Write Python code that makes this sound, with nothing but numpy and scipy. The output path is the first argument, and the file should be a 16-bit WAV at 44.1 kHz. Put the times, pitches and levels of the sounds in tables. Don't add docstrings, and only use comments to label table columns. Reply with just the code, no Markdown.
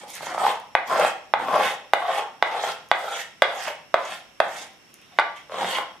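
import sys
import numpy as np
from scipy import signal
from scipy.io import wavfile

SR = 44100
rng = np.random.default_rng(int(sys.argv[2]) if len(sys.argv) > 2 else 0)


def wav_record(signal):
    frames = np.transpose(np.atleast_2d(signal))
    bounded = np.clip(frames, -1, 1)
    quanta = np.round(bounded * 32767).astype(np.int16)
    wavfile.write(sys.argv[1], SR, quanta)


def linear_from_db(decibels):
    return 10 ** (np.asarray(decibels, float) / 20)


N = 264587
LEFT_RIGHT = np.array([[1], [-1]])


def rms_one(x):
    return x / np.sqrt(np.mean(x ** 2) + 1e-20)


def low(x, hz):
    return signal.sosfilt(signal.butter(2, hz, fs=SR, output="sos"), x)


def high(x, hz):
    return signal.sosfilt(signal.butter(4, hz, "high", fs=SR, output="sos"), x)


def at_hz(points, hz, axis=1):
    points = np.array(points)
    return np.interp(np.log(hz), np.log(points[:, 0]), points[:, axis])


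def drift(rate):
    r = np.exp(-40 * np.pi * rate / SR)
    slow = signal.lfilter([1], [1, -2 * r, r * r], rng.standard_normal(N // 20 + 2002))[2000:]
    return np.interp(np.arange(N) / 20, np.arange(len(slow)), rms_one(slow))


def ring(force, hz, t60):
    r, w = linear_from_db(-60 / (t60 * SR)), 2 * np.pi * hz / SR
    return signal.lfilter([0, np.sin(w)], [1, -2 * r * np.cos(w), r * r], force + 1e-18)


def clicks(times_s, db):
    out = np.zeros(N)
    out[(np.array(times_s) * SR).astype(int)] = linear_from_db(db)
    return out


def bands(low_hz, high_hz):
    edges = low_hz * 2 ** np.arange(0, np.log2(high_hz / low_hz) + .01, 1 / 3)
    return [(np.sqrt(a * b), signal.butter(2, [a, b], "band", fs=SR, output="sos"))
            for a, b in zip(edges, edges[1:])]


# (f/Hz, likeness/share)
LIKENESS = [(60, 0.66), (240, 1), (950, 0.53), (3770, 0.076), (15000, 0.38)]


def widen(mid, side, hz, alike_share):
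    alike = np.clip(alike_share * at_hz(LIKENESS, hz), 0, 1)
    return np.sqrt(1 + alike) * mid + np.sqrt(1 - alike) * side * LEFT_RIGHT


# (f/Hz, left minus right level/dB)
LEAN = [(60, -0.5), (240, 0), (950, -1), (3770, -4.5), (15000, -1)]


def lean_gains(hz):
    return linear_from_db(at_hz(LEAN, hz) / 2 * LEFT_RIGHT)


def coloured(whites, spectrum, low_hz, high_hz, patchy_db, alike_share):
    out = 0
    for k, (hz, sos) in enumerate(bands(low_hz, high_hz)):
        mid, side = signal.sosfilt(sos, whites[k % 2])
        gain = linear_from_db(at_hz(spectrum, hz) + patchy_db * drift(11.0))
        out = out + gain * lean_gains(hz) * widen(mid, side, hz, alike_share)
    return rms_one(out)


def stroke(start_s, top_s, end_s, start_db, top_db, end_db, release_db_per_s):
    t = np.arange(0, N, 32) / SR
    held = np.interp(t, [start_s, np.clip(top_s, start_s, end_s), end_s], [start_db, top_db, end_db])
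    onset_db_per_s = 899.5
    before_s, after_s = np.maximum(start_s - t, 0), np.maximum(t - end_s, 0)
    return held - onset_db_per_s * before_s - release_db_per_s * after_s


# (start t/s, lift t/s, top speed as hiss level/dB, climb to it/dB, rasp of the grain/dB)
SLIDES = [(0, 0.043, -55.5, -6, 0.5), (0.084, 0.178, -42, 3, -1.5), (0.225, 0.344, -45.5, -3.5, -3.5),
          (0.387, 0.503, -37.5, 4.5, -1), (0.873, 1.075, -36, 9.5, -1.5), (1.395, 1.694, -36.5, 15.5, 0),
          (1.964, 2.19, -42, 15, 1.5), (2.453, 2.705, -40, 16.5, 2), (2.946, 3.212, -40, 14, 0.5),
          (3.473, 3.682, -40, 14.5, -2.5), (3.98, 4.153, -43, 11, 3), (4.428, 4.622, -43, 13.5, 1.5),
          (4.87, 5.06, -71.5, 5, 8), (5.12, 5.18, -66, 7, 8.5), (5.357, 5.367, -52.5, 12, 7.5),
          (5.519, 5.763, -37, 13.5, 3.5)]
# (bites t/s, deepest t/s, leaves t/s, depth as plate level/dB, weight on the lap/dB)
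CUTS = [(0, 0.01, 0.16, -42, -18.5), (.2, 0.218, 0.25, -36, -16), (.26, 0.292, 0.37, -29.5, -19),
        (0.378, 0.406, 0.47, -17.5, -30.5), (0.426, 0.482, 0.5, -19.5, -27.5),
        (0.889, 0.938, .98, -19, -23), (0.967, 1.024, 1.055, -16, -25), (1.369, 1.443, 1.58, -25.5, -16.5),
        (1.494, 1.548, 1.675, -17, -23.5), (1.987, 2.054, 2.074, -26.5, -31),
        (2.045, 2.106, 2.2, -23, -33.5), (2.453, 2.561, 2.597, -23.5, -33),
        (2.627, 2.636, 2.697, -26, -25.5), (2.934, 3.039, 3.153, -29, -34),
        (3.47, 3.543, 3.635, -30.5, -37), (3.655, 3.684, 3.677, -24, -25.5),
        (3.956, 3.978, 4.09, -33.5, -31), (4.077, 4.12, 4.15, -38, -19.5), (4.437, 4.45, 4.62, -39, -16.5),
        (4.549, 4.59, 4.525, -32.5, -21), (5.126, 5.162, 5.14, -44, -19),
        (5.512, 5.563, 5.82, -26.5, -24.5), (5.61, 5.654, 5.66, -23.5, -12.5), (5.7, 5.74, 5.665, -18, -32)]


def pushes():
    speed_up_share = .8
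    bite_loss_db, leave_loss_db = 9, 5
    slides = np.array([stroke(a, a + speed_up_share * (b - a), b, db - climb_db, db, db, 301)
                       for a, b, db, climb_db, _ in SLIDES])
    cuts = np.array([stroke(a, m, b, db - bite_loss_db, db, db - leave_loss_db, 253)
                     for a, m, b, db, _ in CUTS])
    depth = cuts.max(axis=0)
    lap = (cuts + np.array(CUTS)[:, 4:]).max(axis=0)
    by_speed, by_depth, skimming_db = 0.96, 0.19, -55
    rasp = (by_speed * (slides + 40) + np.array(SLIDES)[:, 4:]).max(axis=0)
    chatter = -33 + rasp + by_depth * (np.maximum(depth, skimming_db) + 28.5)
    return [np.repeat(linear_from_db(db), 32)[:N] for db in (depth, lap, chatter, slides.max(axis=0))]


def fibres(per_s, spread_db, judder_db):
    sizes = linear_from_db(spread_db * np.minimum(rng.exponential(1, N), 5)) * rng.choice([-1, 1], N)
    torn = rng.random(N) < per_s / SR
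    return rms_one(sizes * torn * linear_from_db(judder_db))


def modes(table, tearing, blows, place_db, turn):
    out, steady, struck = 0, 0, np.flatnonzero(blows)
    for k, (hz, level_db, t60) in enumerate(table):
        t60 = min(t60, 34 / hz)
        steady += linear_from_db(2 * level_db) * t60 * SR / (4 * np.log(1000))
        force = linear_from_db(place_db * drift(4.0)) * tearing
        force[struck] += blows[struck] * linear_from_db(rng.normal(0, 3, len(struck)))
        sound = (-1) ** k * linear_from_db(level_db) * ring(force, hz, t60)
        aim, lag = rng.normal(0, 1, 2)
        lean = linear_from_db(at_hz(LEAN, hz) / 2 + aim)
        shift = int(np.clip(abs(turn * lag), 0, 9))
        left = lean * np.roll(sound, shift * (lag > 0))
        right = np.roll(sound, shift * (lag < 0)) / lean
        out = out + np.array([left, right])
    return out / np.sqrt(steady)


# (f/Hz, level/dB, t60/s)
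PLATE = [(403, -35, 0.014), (476, -6, 0.027), (504, -35, .045), (531.3, 0.5, 0.11), (557.5, -6, 0.12),
         (600, -12.5, 0.1), (682, -0.5, 0.057), (640.5, 8.5, 0.029), (719, 4, 0.05), (813, 14, 0.019),
         (890, 1, 0.042), (898, 5, 0.06), (978, 10, 0.018), (1054, 10.5, 0.02), (1200, 6, 0.0086),
         (1277, -2, 0.063), (1244, 0, 0.09), (1367, 3.5, 0.035), (1400, -16.5, 0.0223), (1508, -7, 0.04),
         (1720, -17, 0.042)]


def plate_rings(gain, judder, knock):
    tearing = gain * fibres(1800, 2.6, 2.22 * judder)
    return modes(PLATE, tearing, linear_from_db(13.0) * knock, place_db=4.0, turn=1.2)


# (f/Hz, level/dB, t60/s)
UPPER = [(1777, -11, 0.031), (1855, 3, 0.0088), (1917, -9.5, 0.04), (2150, -0.5, 0.0054),
         (2363, -10.5, 0.015), (2540, -3.5, 0.0096), (2690, -18, 0.01), (2830, -13, 0.0091),
         (3227, -7.5, 0.0059), (3137, -10.5, 0.014), (3330, -10.5, .011), (3603, -4.5, .011),
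         (3658, -5, .014), (4200, -10.5, 0.0044), (4410, -14, 0.0086)]


def blade_chatter(gain, judder, knock):
    tearing = gain * fibres(4000, 0.97, 1.46 * judder + 0.65 * drift(47))
    return modes(UPPER, tearing, linear_from_db(8) * knock, place_db=3.5, turn=3.0)


KNOCK_S = [.7515, 1.3377, 1.9349, 2.4254, 2.9145, 3.421, 3.9419, 4.4019, 5.1876]
# (blow level/dB, lowest bar ring f/Hz, middle rings level/dB, top ring level/dB, crack level/dB)
KNOCKS = [
    (-7, 843, 0, -28, -22),
    (-6.5, 870, -4.5, -32.5, -29),
    (-4, 827, -2, -7, -17.5),
    (-7.5, 827, 1, -1, -21.5),
    (-4, 830, -1.5, -3.5, -24.5),
    (-1.5, 633, -1.5, 0.5, -19),
    (-3, 652, -8, -17, -26.5),
    (-2, 651, -6, -13.5, -24.5),
    (-13.5, 810, 8, 1, -24),
]
# (t/s, blow level/dB, lowest bar ring f/Hz, brightness/dB)
CATCHES = [(0.033, -28.5, 550, -25), (0.206, -28, 885, -15), (0.228, -24, 644, -11), (0.267, -22, 940, -12),
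           (0.345, -19, 799, -20.5), (0.378, -14.5, 760, -22), (0.449, -17.5, 800, -20),
           (0.464, -8, 960, -31), (0.904, -18, 735, -17), (0.925, -15, 835, -13), (0.958, -11, 654, -36),
           (1.047, -8, 813, -9.5), (1.483, -13.5, 637, -29), (1.541, -10, 740, -21),
           (1.565, -13.5, 860, -20), (2.636, -14.5, 770, -24), (3.43, -20, 900, -1),
           (3.678, -21.5, 643, -26), (3.701, -25, 600, -25), (5.1946, -12.5, 930, -1.5),
           (5.198, -13.5, 877, -4), (5.495, -29, 564, -19), (5.519, -23.5, 620, -12),
           (5.542, -20.5, 686, -13), (5.616, -23, 780, -10), (5.629, -16.5, 929, -7),
           (5.644, -16.5, 726, -2), (5.784, -14.5, 856, -4.5)]
# (f/Hz, level/dB, t60/s)
BAR = [(1080, 7, 0.0046), (1526, -1.5, 0.014), (1996, 2, 0.0096), (2848, -9, 0.011), (3490, -3, 0.007),
       (4610, -16, 0.019)]
# (f/Hz, level/dB, t60/s)
FREE_RING = [(1166, -19.5, 0.13), (1387, -19.5, 0.13), (1650, -32, 0.23)]


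def bar_knocks():
    length, contact_hz, scatter = 2000, 3910, .02
    out, tap = np.zeros((2, N)), np.eye(1, length)[0]
    soft = low(low(tap, contact_hz), 2.3 * contact_hz)
    crack_dying = linear_from_db(-60 * np.arange(length) / SR / 0.023)
    heavy = [(s, db, hz, -4 + (0.27 - 1) * db, *rest) for s, (db, hz, *rest) in zip(KNOCK_S, KNOCKS)]
    landing_lag_s = 0.001483
    light = [(s + landing_lag_s, db - 0.5, hz, -4.5, bright_db - 3, bright_db, bright_db - 17)
             for s, db, hz, bright_db in CATCHES]
    for s, blow_db, lowest_hz, second_db, middle_db, top_db, crack_db in heavy + light:
        crack = rng.standard_normal((2, length)) * crack_dying
        hit = linear_from_db(crack_db) * low(high(crack, 5500), 9000)
        hit += ring(soft, lowest_hz, 0.024)
        shares_db = [second_db, middle_db, middle_db, middle_db, top_db, top_db]
        for (hz, db, t60), share_db in zip(BAR, shares_db):
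            shifted_hz = hz * (1 + scatter * rng.normal())
            hit += linear_from_db(db + share_db) * lean_gains(hz) * ring(soft, shifted_hz, t60)
        out[:, int(s * SR):int(s * SR) + length] += linear_from_db(blow_db) * hit
    last = low(low(clicks(KNOCK_S[-1:], 0), 3100), 3200)
    for k, (hz, db, t60) in enumerate(FREE_RING):
        out += (-1) ** k * linear_from_db(db) * ring(last, hz, t60)
    return out


# (f/Hz, level/dB per Hz)
HISS = [(2350, -29), (4000, -5.5), (5350, -5), (7660, -6.5), (8750, -10.5), (11400, -15), (14000, -18),
        (16000, -35.5)]


def shaving_hiss(gain, judder):
    grains = np.array([fibres(6000, 0.81, 1.4 * judder + 1.74 * drift(38)) for _ in range(2)])
    whites = [grains, np.roll(grains, 9000)]
    return gain * coloured(whites, HISS, 3590, 17000, patchy_db=2.7, alike_share=1.0)


# (f/Hz, level/dB per Hz)
THUMP = [(35, -57), (60, -31), (149, -10.5), (210, -6), (246, -13), (400, -2), (520, -31), (880, -120)]


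def lap_thump(gain):
    whites = rng.standard_normal((2, 2, N))
    return gain * coloured(whites, THUMP, 60, 420, patchy_db=2, alike_share=1)


def lap_push(knock):
    firm = np.arange(N) < (KNOCK_S[-1] - .1) * SR
    return linear_from_db(2.0) * low(knock * firm, 450)


# (t/s, peak level/dB)
SNAPS = [(0.082, -39), (0.1034, -24.5), (0.1436, -33), (0.153, -21), (0.165, -26), (0.6005, -35),
         (0.9976, -20), (2.888, -37.5), (3.1108, -33), (4.7344, -49), (4.9415, -29.5), (5.0164, -42.5),
         (5.3732, -46)]


def snaps():
    times_s, peaks_db = np.transpose(SNAPS)
    tick = clicks(times_s, peaks_db)
    rings = [(6650, -4, 0.0028), (9600, -2, 0.0021), (13000, -7.5, 0.0023)]     # f/Hz, level/dB, t60/s
    return high(sum(ring(tick, hz, t60) * linear_from_db(db) for hz, db, t60 in rings), 4200)


# (f/Hz, t60/s, level/dB)
ROOM = [(151, 0.83, -7.5), (360, 0.46, -4.5), (1080, 0.44, -3.5), (3440, 0.45, -1), (4480, 0.5, -5),
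        (7960, 0.3, -4), (14000, 0.11, -6.5)]


def room(x, count=4):
    t, tails = np.arange(int(.6 * SR)) / SR, 0
    whites = rng.standard_normal((2, 2, count, 1, len(t)))
    arriving = np.clip((t - .003) / 0.0011, 0, 1)
    for k, (hz, sos) in enumerate(bands(85.1, 17000)):
        mid, side = signal.sosfilt(sos, whites[k % 2])
        t60 = at_hz(ROOM, hz)
        dying = linear_from_db(-60 * t / t60) * arriving / np.sqrt(t60 * SR / 14)
        level = linear_from_db(at_hz(ROOM, hz, axis=2))
        tails = tails + level * dying * widen(mid, side, hz, 1.25) / np.sqrt(2)
    pose = np.arange(N) / SR / .11
    out = 0
    for k, tail in enumerate(tails):
        away = abs((pose - k + count / 2) % count - count / 2)
        weight = np.sqrt(np.clip(1 - away, 0, 1))
        out = out + signal.fftconvolve((x * weight)[None], tail, axes=1)[:, :N]
    return out


# (f/Hz, level/dB per Hz)
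AIR = [(15, -38), (25, -5), (180, 7.5), (863, 0.5), (1260, 1), (2840, 0), (4490, -9.5), (5430, -5.5),
       (6920, -12), (12900, -16), (16000, -29)]
# (f/Hz, width/Hz, level/dB)
FAN = [
    (2760, 140, -66.5),
    (5505, 270, -63.5),
]


def fan():
    whites = rng.standard_normal((2, 2, N))
    air = linear_from_db(-55) * coloured(whites, AIR, 24.67, 17000, patchy_db=0.6, alike_share=0.51)
    for hz, width_hz, db in FAN:
        t60 = np.log(1000) / np.pi / width_hz
        air += linear_from_db(db) * rms_one(ring(ring(rng.standard_normal((2, N)), hz, t60), hz, t60))
    return air


def scene():
    plate, thump, chatter, hiss = pushes()
    knock = clicks(KNOCK_S, np.array(KNOCKS)[:, 0])
    judder = drift(87) + 0.65 * drift(20)
    wood = plate_rings(plate, judder, knock) + blade_chatter(chatter, judder, knock)
    wood = low(low(wood, 5600), 9000) + bar_knocks()
    wood = high(wood, 492)
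    dry = wood + shaving_hiss(hiss, judder) + lap_thump(thump) + lap_push(knock) + snaps()
    return dry + room(dry.mean(axis=0)) + fan()


def low_pass(x):
    return signal.sosfilt(signal.butter(12, 16430, fs=SR, output="sos"), x)


def record(dry):
    clipped = np.clip(dry, -1, 1)
    mix = signal.sosfilt(signal.cheby2(8, 50, 16500, fs=SR, output="sos"), clipped)
    return low_pass(mix)


dry = scene()
out = record(dry)
wav_record(out)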